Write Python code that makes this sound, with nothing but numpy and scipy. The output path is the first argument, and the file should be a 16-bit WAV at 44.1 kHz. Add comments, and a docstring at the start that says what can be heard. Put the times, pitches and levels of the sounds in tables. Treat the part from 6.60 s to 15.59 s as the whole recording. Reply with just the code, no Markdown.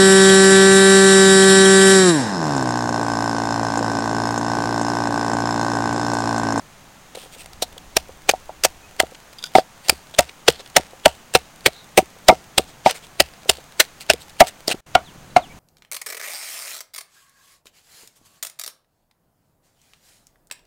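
"""Wet crunches and hard knocks: a wooden pestle pounds garlic, chilies and shallots in a clay mortar outdoors.
Crunches are bursts of crackling noise; knocks are short fading tones of the bowl, its clay and its foot.
Pestle bounces, falling pieces, squelches and gritty scrapes fill the gaps; the loudest peaks are clipped.
A bird whistles now and then over hiss, breeze and a far drone, made of sliding tones and filtered noise.
After a very brief dip in level, the last two strokes are heard from across the yard."""
import sys
import numpy as np
from scipy import signal
from scipy.fft import rfft, irfft, next_fast_len
from scipy.io import wavfile
from scipy.ndimage import uniform_filter1d

SR = 44100
rng = np.random.default_rng(int(sys.argv[2]) if len(sys.argv) > 2 else 0)


def log_audio(samples):
    """Write samples as a 16-bit WAV file to the path given in sys.argv[1]."""
    # one column per channel
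    frames = np.atleast_2d(samples).T
    # limit to full scale, then quantise
    limited = np.clip(frames, -1, 1)
    pcm = np.round(limited * 32767).astype(np.int16)
    wavfile.write(sys.argv[1], SR, pcm)


N = 396459
TIME = np.arange(N) / SR
CUTOFF_HZ = 16000   # top of the sound

# downstrokes of the pestle: (time [s], knock level [dB], hollow pitch of the bowl [Hz], contact time [ms],
# clay ring level [dB], crunch level [dB], crunch fade [ms], crunch treble [dB], bench boom level [dB])
STROKES = [ (1.023, -10.5, 525, 0.92, -6, -20.5, 6.5, 7.5, -55),
           (1.369, -4.5, 638, 0.14, -19.5, -4.5, 2.2, 0, -30),
           (1.693, -3, 520, 0.74, -17.5, 0.5, 4.2, -9.5, -34),
           (2.050, -1.5, 546, 0.96, -8, -7, 4.4, 0.5, -34),
           (2.402, -9.5, 724, 0.73, -0.5, -1.5, 1.93, -5.5, -30),
           (2.952, 18, 760, 0.83, -13.5, -21.5, 17, -2.5, -48),
           (3.297, -13, 663, 0.48, -7.5, 0, 2.13, 1, -26), (3.591, 6.5, 596, .46, -11.5, 4.5, 2.2, -6, -25),
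           (3.884, 10, 476, 0.68, -25, 7, 2.3, -11.5, -28),
           (4.1667, 9.5, 591, 1.06, -6.5, 5.5, 3.4, -11.5, -28.5),
           (4.459, 14.5, 629, 0.64, -15, 4.5, 2.45, -7.5, -25),
           (4.752, 8, 490, 0.34, -16.5, 1, 4.2, -8, -27.5),
           (5.062, 12, 574, 2.08, -20, -1, 4.7, -2.5, -35.5),
           (5.377, 13.5, 515, 1.07, -10, -9, 7.2, 5, -27.5),
           (5.687, 17.5, 611, 0.5, -3.5, 3, 3.1, -3.5, -26),
           (5.982, -7, 530, .6, -8.5, -3.5, 3.2, -1.5, -27.5),
           (6.261, 14, 863, 0.97, -10.5, -21.5, 13, -11, -41),
           (6.6033, 5.5, 592, 1.37, -14, 2, 2.8, -2.5, -26), (6.897, -8, 636, 0.4, -12, 2, 2.47, 0.5, -27),
           (7.201, -26, 670, 0.22, 0, -1.5, 6.8, 0, -50), (7.501, 2.5, 634, 0.19, -26, 3, 4.5, -20.5, -25),
           (7.806, 15.5, 654, 0.37, -8, 2, 4, -0.5, -31.5),
           (8.08, -6.5, 480, 1.77, 1.5, -22.5, 2.9, 12.5, -53),
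           (8.3533, 7, 730, 0.067, -14, -9, 2.8, -30, -31),
           (8.764, 10.5, 724, 0.33, -16.5, -20, 10.5, -37, -46)]
# shallots drop in, and pieces tumble back as the pestle lifts: (time [s], level [dB])
TUMBLES = [(.551, -21), (.572, -18), (.635, -32), (.658, -30), (.763, -31), (1.166, -26), (1.492, -22.5),
           (2.520, -26), (3.997, -27.5), (4.333, -26), (5.563, -35), (6.857, -23), (6.983, -25)]
# colour of the crunch: (frequency [Hz], relative level [dB])
CRUNCH_COLOUR = [(100, -51.5), (400, 5.5), (750, 6), (1100, -4.5), (1500, 2), (2100, 0), (3000, 2),
                 (4500, 1.5), (6500, -3.5), (8600, 0.5), (10500, -7), (15500, -9)]
# brief dip in level before the strokes heard from afar: (start [s], end [s])
LULL = (8.207, 8.262)


def from_db(db):
    """Turn decibels into a gain."""
    return 10 ** (np.asarray(db) / 20)


def rms_one(x):
    """Scale a signal to an average power of one."""
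    return x / np.sqrt(np.mean(x ** 2) + 1e-20)


def add(out, s, sound):
    """Mix a sound in at time s, in seconds."""
    i = max(round(s * SR), 0)
    out[i:i + len(sound)] += sound[:max(N - i, 0)]


def level_curve(rows):
    """Draw a gain over time through rows of time [s] and level [dB]."""
    return from_db(np.interp(TIME, *np.transpose(rows)))


def coloured(x, spectrum):
    """Shape a signal by a smooth spectrum; white noise keeps its power."""
    hz, db = np.transpose(spectrum)
    size = next_fast_len(len(x))
    bins = np.maximum(np.fft.rfftfreq(size, 1 / SR), 1)
    gain = from_db(np.interp(np.log(bins), np.log(hz), db))
    gain = gain * (bins < CUTOFF_HZ + 500)
    return irfft(rfft(x, size) * rms_one(gain), size)[:len(x)]


def resonate(x, hz, width_hz):
    """Pass a signal through one resonance, with a gain of about one at its top."""
    r = np.exp(-np.pi * width_hz / SR)
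    forward = np.array([1, 0, -1]) * (1 - r * r) / 2
    feedback = [1, -2 * r * np.cos(2 * np.pi * hz / SR), r * r]
    return signal.lfilter(forward, feedback, x)


def crackle(t, grain_db, clump_db):
    """Tiny snaps of very uneven size, bunched in clumps, with an average power of one."""
    knots = t[::SR // 1200]   # clump strength changes about 1200 times a second
    clumps = from_db(clump_db * np.interp(t, knots, rng.standard_normal(len(knots))))
    sizes = from_db(grain_db * np.minimum(rng.exponential(1, len(t)), 4))
    return rms_one(rng.standard_normal(len(t)) * sizes * clumps)


def ring(modes, t):
    """Fading tones; each blow lands elsewhere and so changes their levels and pitches a little."""
    hz, db, t60 = np.transpose(modes)[:, :, None]
    weight, shift = rng.standard_normal((2, len(modes), 1))
    level = from_db(db + 2 * weight - 60 * t / t60)
    pitch = hz * (1 + .012 * shift)
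    return np.sum(level * np.cos(2 * np.pi * pitch * t), axis=0)


def shelter(x, t60, dull_hz):
    """Scattered echoes from posts, roof and ground, made of fading noise with its treble softened."""
    t = TIME[:SR // 2]
    fade = from_db(-60 * t / t60) * (t > .004)   # the first echo comes after 4 ms
    echoes = rng.standard_normal(len(t)) * fade
    echoes = signal.lfilter(*signal.butter(1, dull_hz, fs=SR), echoes / np.linalg.norm(echoes))
    return signal.fftconvolve(x, echoes)[:N]


def outdoors(air_db=-48, drone_hz=145, drone_width_hz=70):
    """Steady hiss of the open air over a low, changing breeze and a far-off drone, all filtered noise."""
    # colour of the outdoor air: (frequency [Hz], relative level [dB])
    air_colour = [(25, -1), (70, -8.5), (150, -2), (240, -6.5), (450, -10), (750, -6), (1200, -9),
                  (2500, -13.5), (5400, -19), (6500, -15), (7800, -20), (10000, -22.5), (11000, -26),
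                  (16000, -26)]
    # low rumble of the breeze: (time [s], level [dB])
    breeze_level = [(0, -72), (.7, -61), (1.0, -46.5), (1.6, -51.5), (2.2, -51), (2.7, -72), (5, -67.5),
                    (8.1, -59.5), (8.4, -56.5), (8.99, -51)]
    # colour of the breeze: (frequency [Hz], relative level [dB])
    breeze_colour = [(20, 5.5), (65, 3.5), (100, -3.5), (170, -9.5), (300, -11.5), (1000, -35), (5000, -52)]
    # far-off low drone: (time [s], level [dB])
    drone_level = [(0, -58), (3.5, -87), (4.5, -95), (5.8, -53), (7, -66), (8.2, -58), (8.3, -51.5),
                   (8.99, -46.5)]
    air = from_db(air_db) * coloured(rng.standard_normal(N), air_colour)
    breeze = level_curve(breeze_level) * coloured(rng.standard_normal(N), breeze_colour)
    hum = rms_one(resonate(rng.standard_normal(N), drone_hz, drone_width_hz))
    return air + breeze + level_curve(drone_level) * hum


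def bird():
    """Thin distant whistles, level or sliding; a randomly wavering pitch makes some of them hoarse."""
    # notes: (time [s], length [s], start pitch [Hz], end pitch [Hz], level [dB], pitch spread [Hz])
    notes = [(2.21, .07, 2440, 2630, -52, 60), (5.101, 0.15, 3880, 3880, -46, 220),
             (8.438, 0.08, 4560, 2510, -47, 40), (8.698, 0.023, 4050, 3950, -51, 40),
             (8.8, 0.076, 4660, 2440, -44.5, 39.6), (8.892, 0.046, 2290, 2310, -45, 70)]
    out = np.zeros(N)
    for s, length, start_hz, end_hz, db, spread_hz in notes:
        u = np.linspace(0, 1, int(length * SR))   # progress through the note
        waver = rms_one(uniform_filter1d(rng.standard_normal(SR // 2), size=80))[:len(u)]
        pitch = start_hz * (end_hz / start_hz) ** u + spread_hz * waver
        whistle = np.sin(2 * np.pi * np.cumsum(pitch) / SR)
        add(out, s, from_db(db) * np.sin(np.pi * u) * whistle)
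    return out


def crumbs(db=-60.5, per_s=26, fade_s=0.0014):
    """Wet scraps shift and drop, each a faint, quickly fading tick of noise at a random moment."""
    born = (rng.random(N) < per_s / SR) * (TIME > TUMBLES[0][0]) * (TIME < LULL[0])
    sizes = born * rng.random(N) ** 2
    ticks = signal.lfilter([1], [1, -np.exp(-1 / (fade_s * SR))], sizes + 1e-18)
    return from_db(db) * rms_one(coloured(ticks * rng.standard_normal(N), CRUNCH_COLOUR))


def scrapes():
    """Something hard catches and slips on the rim: a few jerks of crackle make resonances sound."""
    # jerks: (time [s], relative level [dB], fade [ms])
    jerks = [(2.783, -37, 18), (2.826, -39.5, 34), (2.8396, -19, 2), (2.856, -31.5, 12), (2.868, -55, 16)]
    # resonances: (frequency [Hz], width [Hz], level [dB])
    peaks = [(1480, 63, 1), (3510, 260, -5.5), (3600, 290, 3.5), (4770, 210, 4), (6030, 1550, -15),
             (8450, 1100, -23)]
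    grit, t = np.zeros(N), TIME[:SR // 8]
    for s, db, fade_ms in jerks:
        fade = np.exp(-1000 * t / fade_ms)
        add(grit, s, from_db(db + 8.5) * fade * crackle(t, grain_db=5.5, clump_db=5.0))
    return sum(from_db(db) * resonate(grit, hz, width_hz) for hz, width_hz, db in peaks)


def bench(hz=69, t60=0.19, swell_s=0.014):
    """The bench under the mortar gives a low boom that swells and dies away."""
    out, t = np.zeros(N), TIME[:SR // 3]
    fade = np.exp(-np.log(1000) * t / t60)
    boom = np.sin(2 * np.pi * hz * t) * fade * (1 - np.exp(-t / swell_s))
    for s, *_, db in STROKES:
        add(out, s, from_db(db) * boom)
    return out


def crushings(splinter_count=3):
    """List all crushing: strokes squeeze, burst and splinter the flesh; squelches and cracks come between."""
    # flesh squelches and skins rustle: (time [s], length [ms], level [dB], treble [dB])
    squelches = [ (0.55, 6.8, -36, 0.5), (.570, 75, -50.5, 6.5), (0.724, 27, -51.5, 8.5),
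                 (0.784, 35, -54.5, 13.5), (2.038, 7.9, -21, 3.5), (2.548, 5.7, -38.5, -21),
                 (2.965, 28, -26, -8), (3.245, 62, -45, -.5), (3.541, 8, -34, -30), (3.69, 7, -38, -29),
                 (3.995, 14, -37.5, -33), (4.061, 3.5, -40.5, -28), (6.077, 31, -47.5, -5.5),
                 (6.263, 43, -24.5, -12), (6.349, 28, -40.5, -2), (6.428, 24, -49, -.5),
                 (7.407, 18.4, -50.5, 16.5), (7.605, 24, -57, 13.5), (7.694, 8, -55, 13.5),
                 (7.871, 17.4, -32.5, 2.5), (8.089, 17.5, -25, -8), (8.113, 12.4, -19.5, -6)]
    # single crisp skins crack: (time [s], level [dB])
    skin_cracks = [(.861, -37), (.934, -37.5), (1.181, -31), (1.713, -20), (3.286, -19), (3.903, -16.5),
                   (4.101, -37), (4.740, -21), (6.311, -16.5), (7.536, -22.5)]
    # splinters follow a burst after a random delay: (shortest [s], longest [s])
    splinter_delay = (0.011, .045)
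    squeeze_db, squeeze_rise_ms, burst_rise_ms = -27, 6.44, 1.67   # flesh creaks just before it bursts
    splinter_db, splinter_spread_db, splinter_fade_db_per_s = -27, 2, 307.5   # level against the burst
    crack_ms, crack_treble_db = 1.28, 2
    # rows: (time [s], level [dB], build-up [ms], hold [ms], fade [ms], treble [dB])
    rows, cracks = [], list(skin_cracks)
    for s, *_, db, fade_ms, treble_db, _ in STROKES:
        rows.append((s, db + squeeze_db, squeeze_rise_ms, 0, fade_ms, treble_db))
        rows.append((s, db, burst_rise_ms, 0, fade_ms, treble_db))
        for delay in rng.uniform(*splinter_delay, splinter_count):
            weaker_db = splinter_db - splinter_fade_db_per_s * delay   # later splinters tend to be weaker
            uneven_db = splinter_spread_db * rng.standard_normal()
            cracks.append((s + delay, db + weaker_db + uneven_db))
    for s, ms, db, treble_db in squelches:
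        rows.append((s, db, 0.17 * ms, ms, 0.3 * ms, treble_db))
    for s, db in cracks:
        rows.append((s, db, crack_ms, 0, crack_ms, crack_treble_db))
    return rows


def crunches(seep_db=-40, seep_s=0.051, pocket_db=0, pocket_width_hz=400, treble_hz=4500):
    """Cells snap in clumps, ever louder until the peak of the crush; juice crackles on a little."""
    snaps, bright = np.zeros((2, N))
    t = TIME[:SR // 4] - TIME[SR // 16]   # zero at the moment of the blow
    ms = 1000 * np.abs(t)
    for s, db, rise_ms, hold_ms, fall_ms, treble_db in crushings():
        falling = np.maximum(ms - hold_ms, 0) / fall_ms
        pressure = np.exp(-np.where(t < 0, ms / rise_ms, falling))
        juice = from_db(seep_db) * np.exp(-np.abs(t) / seep_s) * (t > 0)
        burst = pressure * crackle(t, grain_db=4.0, clump_db=4.0)
        burst = burst + juice * crackle(t, grain_db=10.5, clump_db=4.5)
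        # air pockets in the wet pulp ring at other pitches each time
        pockets_hz = np.exp(rng.uniform(np.log(1900), np.log(9500), 4))
        pockets = sum(resonate(burst, hz, pocket_width_hz) for hz in pockets_hz)
        burst = from_db(db) * (burst + from_db(pocket_db) * pockets)
        add(snaps, s + t[0], burst)
        add(bright, s + t[0], burst * from_db(treble_db))
    # drier skins snap brighter than soft pulp
    treble = signal.lfilter(*signal.butter(1, treble_hz, "high", fs=SR), bright - snaps)
    return coloured(snaps + treble, CRUNCH_COLOUR)


def contacts(usual_hollow_hz=520, tumble_contact_ms=0.79, tumble_clay_db=-15.5):
    """List all that lands in the bowl: strokes, rebounds (the deeper the note, the softer) and tumbles."""
    # the pestle bounces or slips off the pulp and lands again:
    # (time [s], level [dB], hollow pitch [Hz], clay ring level [dB])
    rebounds = [ (1.736, -10, 756, -4.5), (1.893, -19, 860, -5), (2.433, -11.5, 500, 1),
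                (2.9835, 3.5, 556, -0.5), (3.324, -13.5, 403, 1.5), (4.196, -17.5, 427, 8.5),
                (5.080, -21.5, 486, 13), (5.388, 1, 485, 5), (5.424, -12.5, 364, -15),
                (5.698, 14.5, 706, -22), (5.711, -15, 700, -5), (5.724, 0.5, 507, -2.5),
                (5.993, -2, 478, -1.5), (7.537, -6, 480, -14), (7.819, 6.5, 737, -12.5),
                (8.109, -10, 398, -10), (8.142, -9.5, 384, -3)]
    rebound_contact_ms, softening = 1.584, 1.2   # contact at the usual pitch; power by which it grows
    # rows: (time [s], level [dB], hollow pitch [Hz], contact time [ms], clay ring level [dB])
    rows = [stroke[:5] for stroke in STROKES]
    for s, db, hz, clay_db in rebounds:
        contact_ms = rebound_contact_ms * (usual_hollow_hz / hz) ** softening
        rows.append((s, db, hz, contact_ms, clay_db))
    for s, db in TUMBLES:
        rows.append((s, db, usual_hollow_hz, tumble_contact_ms, tumble_clay_db))
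    return rows


def knocks(hollow_t60=0.025, swell_s=0.00097, heavy_bass_hz=245, light_bass_hz=420,
           heavy_range_db=3, light_foot_db=-6, foot_growth_db=5):
    """Each landing sounds a short hollow note of the filled bowl, the ring of the clay and a thud in the foot."""
    # the clay mortar: (frequency [Hz], relative level [dB], time to fade by 60 dB [s])
    clay_modes = [(667, 10, 0.023), (658, -27.5, 0.05), (740.4, 2.5, 0.058), (837.5, -3.5, 0.046),
                  (925, -8, 0.07), (1177, -13.5, 0.06), (1336, 10, 0.017), (1546, -14.5, 0.04),
                  (1958, -13.5, 0.044), (2134, -13, 0.075), (2480, -29, 0.028), (3440, -26, 0.03)]
    # the heavy foot of the mortar: (frequency [Hz], relative level [dB], time to fade by 60 dB [s])
    foot_modes = [(151, -17.5, 0.051), (221, -20, 0.034), (272.3, -14, .03), (411.6, -13.5, 0.027)]
    out, t = np.zeros(N), TIME[:SR // 9]
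    for s, db, hollow_hz, contact_ms, clay_db in contacts():
        hollow = np.cos(2 * np.pi * hollow_hz * t) * np.exp(-np.log(1000) * t / hollow_t60)
        # only heavy blows (near 1) move the whole mortar, so light taps (near 0) lack bass
        heavy = 1 / (1 + np.exp(-db / heavy_range_db) / 2)
        clay = from_db(clay_db) * ring(clay_modes, t)
        foot = from_db(light_foot_db + heavy * foot_growth_db) * ring(foot_modes, t)
        body = (hollow + clay + foot) * (1 - np.exp(-t / swell_s))   # the bowl needs a moment to start sounding
        lowest_hz = light_bass_hz + heavy * (heavy_bass_hz - light_bass_hz)
        lowest_hz = min(lowest_hz, 0.37 * hollow_hz)   # spare the hollow note
        body = signal.lfilter(*signal.butter(2, lowest_hz, "high", fs=SR), body)
        # pulp under the pestle stretches the contact and dulls the blow
        contact_s = contact_ms / 1000
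        force = np.sin(np.pi * np.minimum(t[:SR // 300] / contact_s, 1))
        add(out, s, from_db(db) * np.convolve(body, force / force.sum()))
    return out


def scene(near_echo_db=-31, far_echo_db=-17, bird_echo_db=-8, wall_hz=1500, wall_db=-3, dip_db=-26):
    """The mortar, first close with little echo, then farther off with more, amid bird and open air."""
    mortar = knocks() + bench() + crunches() + crumbs() + scrapes()
    near = mortar * (TIME < LULL[1])
    far = mortar - near
    # from the side the clay wall speaks more
    far = far + from_db(wall_db) * resonate(far, wall_hz, width_hz=330)
    near = near + from_db(near_echo_db) * shelter(near, t60=0.13, dull_hz=4000)
    far = far + from_db(far_echo_db) * shelter(far, t60=0.13, dull_hz=5150)
    calls = bird()
    calls = calls + from_db(bird_echo_db) * shelter(calls, t60=0.11, dull_hz=6000)
    in_lull = (TIME > LULL[0]) & (TIME < LULL[1])
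    dip = uniform_filter1d(1.0 * in_lull, size=200)   # soft edges
    return ((near + far + calls + outdoors()) * from_db(dip_db * dip))[None]


def record(dry):
    """Loud blows overload the recorder and are clipped flat; then the top treble is cut."""
    lowpass = signal.ellip(10, .1, 70, CUTOFF_HZ, fs=SR, output="sos")
    return signal.sosfilt(lowpass, np.clip(dry, -.97, .97))


dry = scene()
out = record(dry)
log_audio(out)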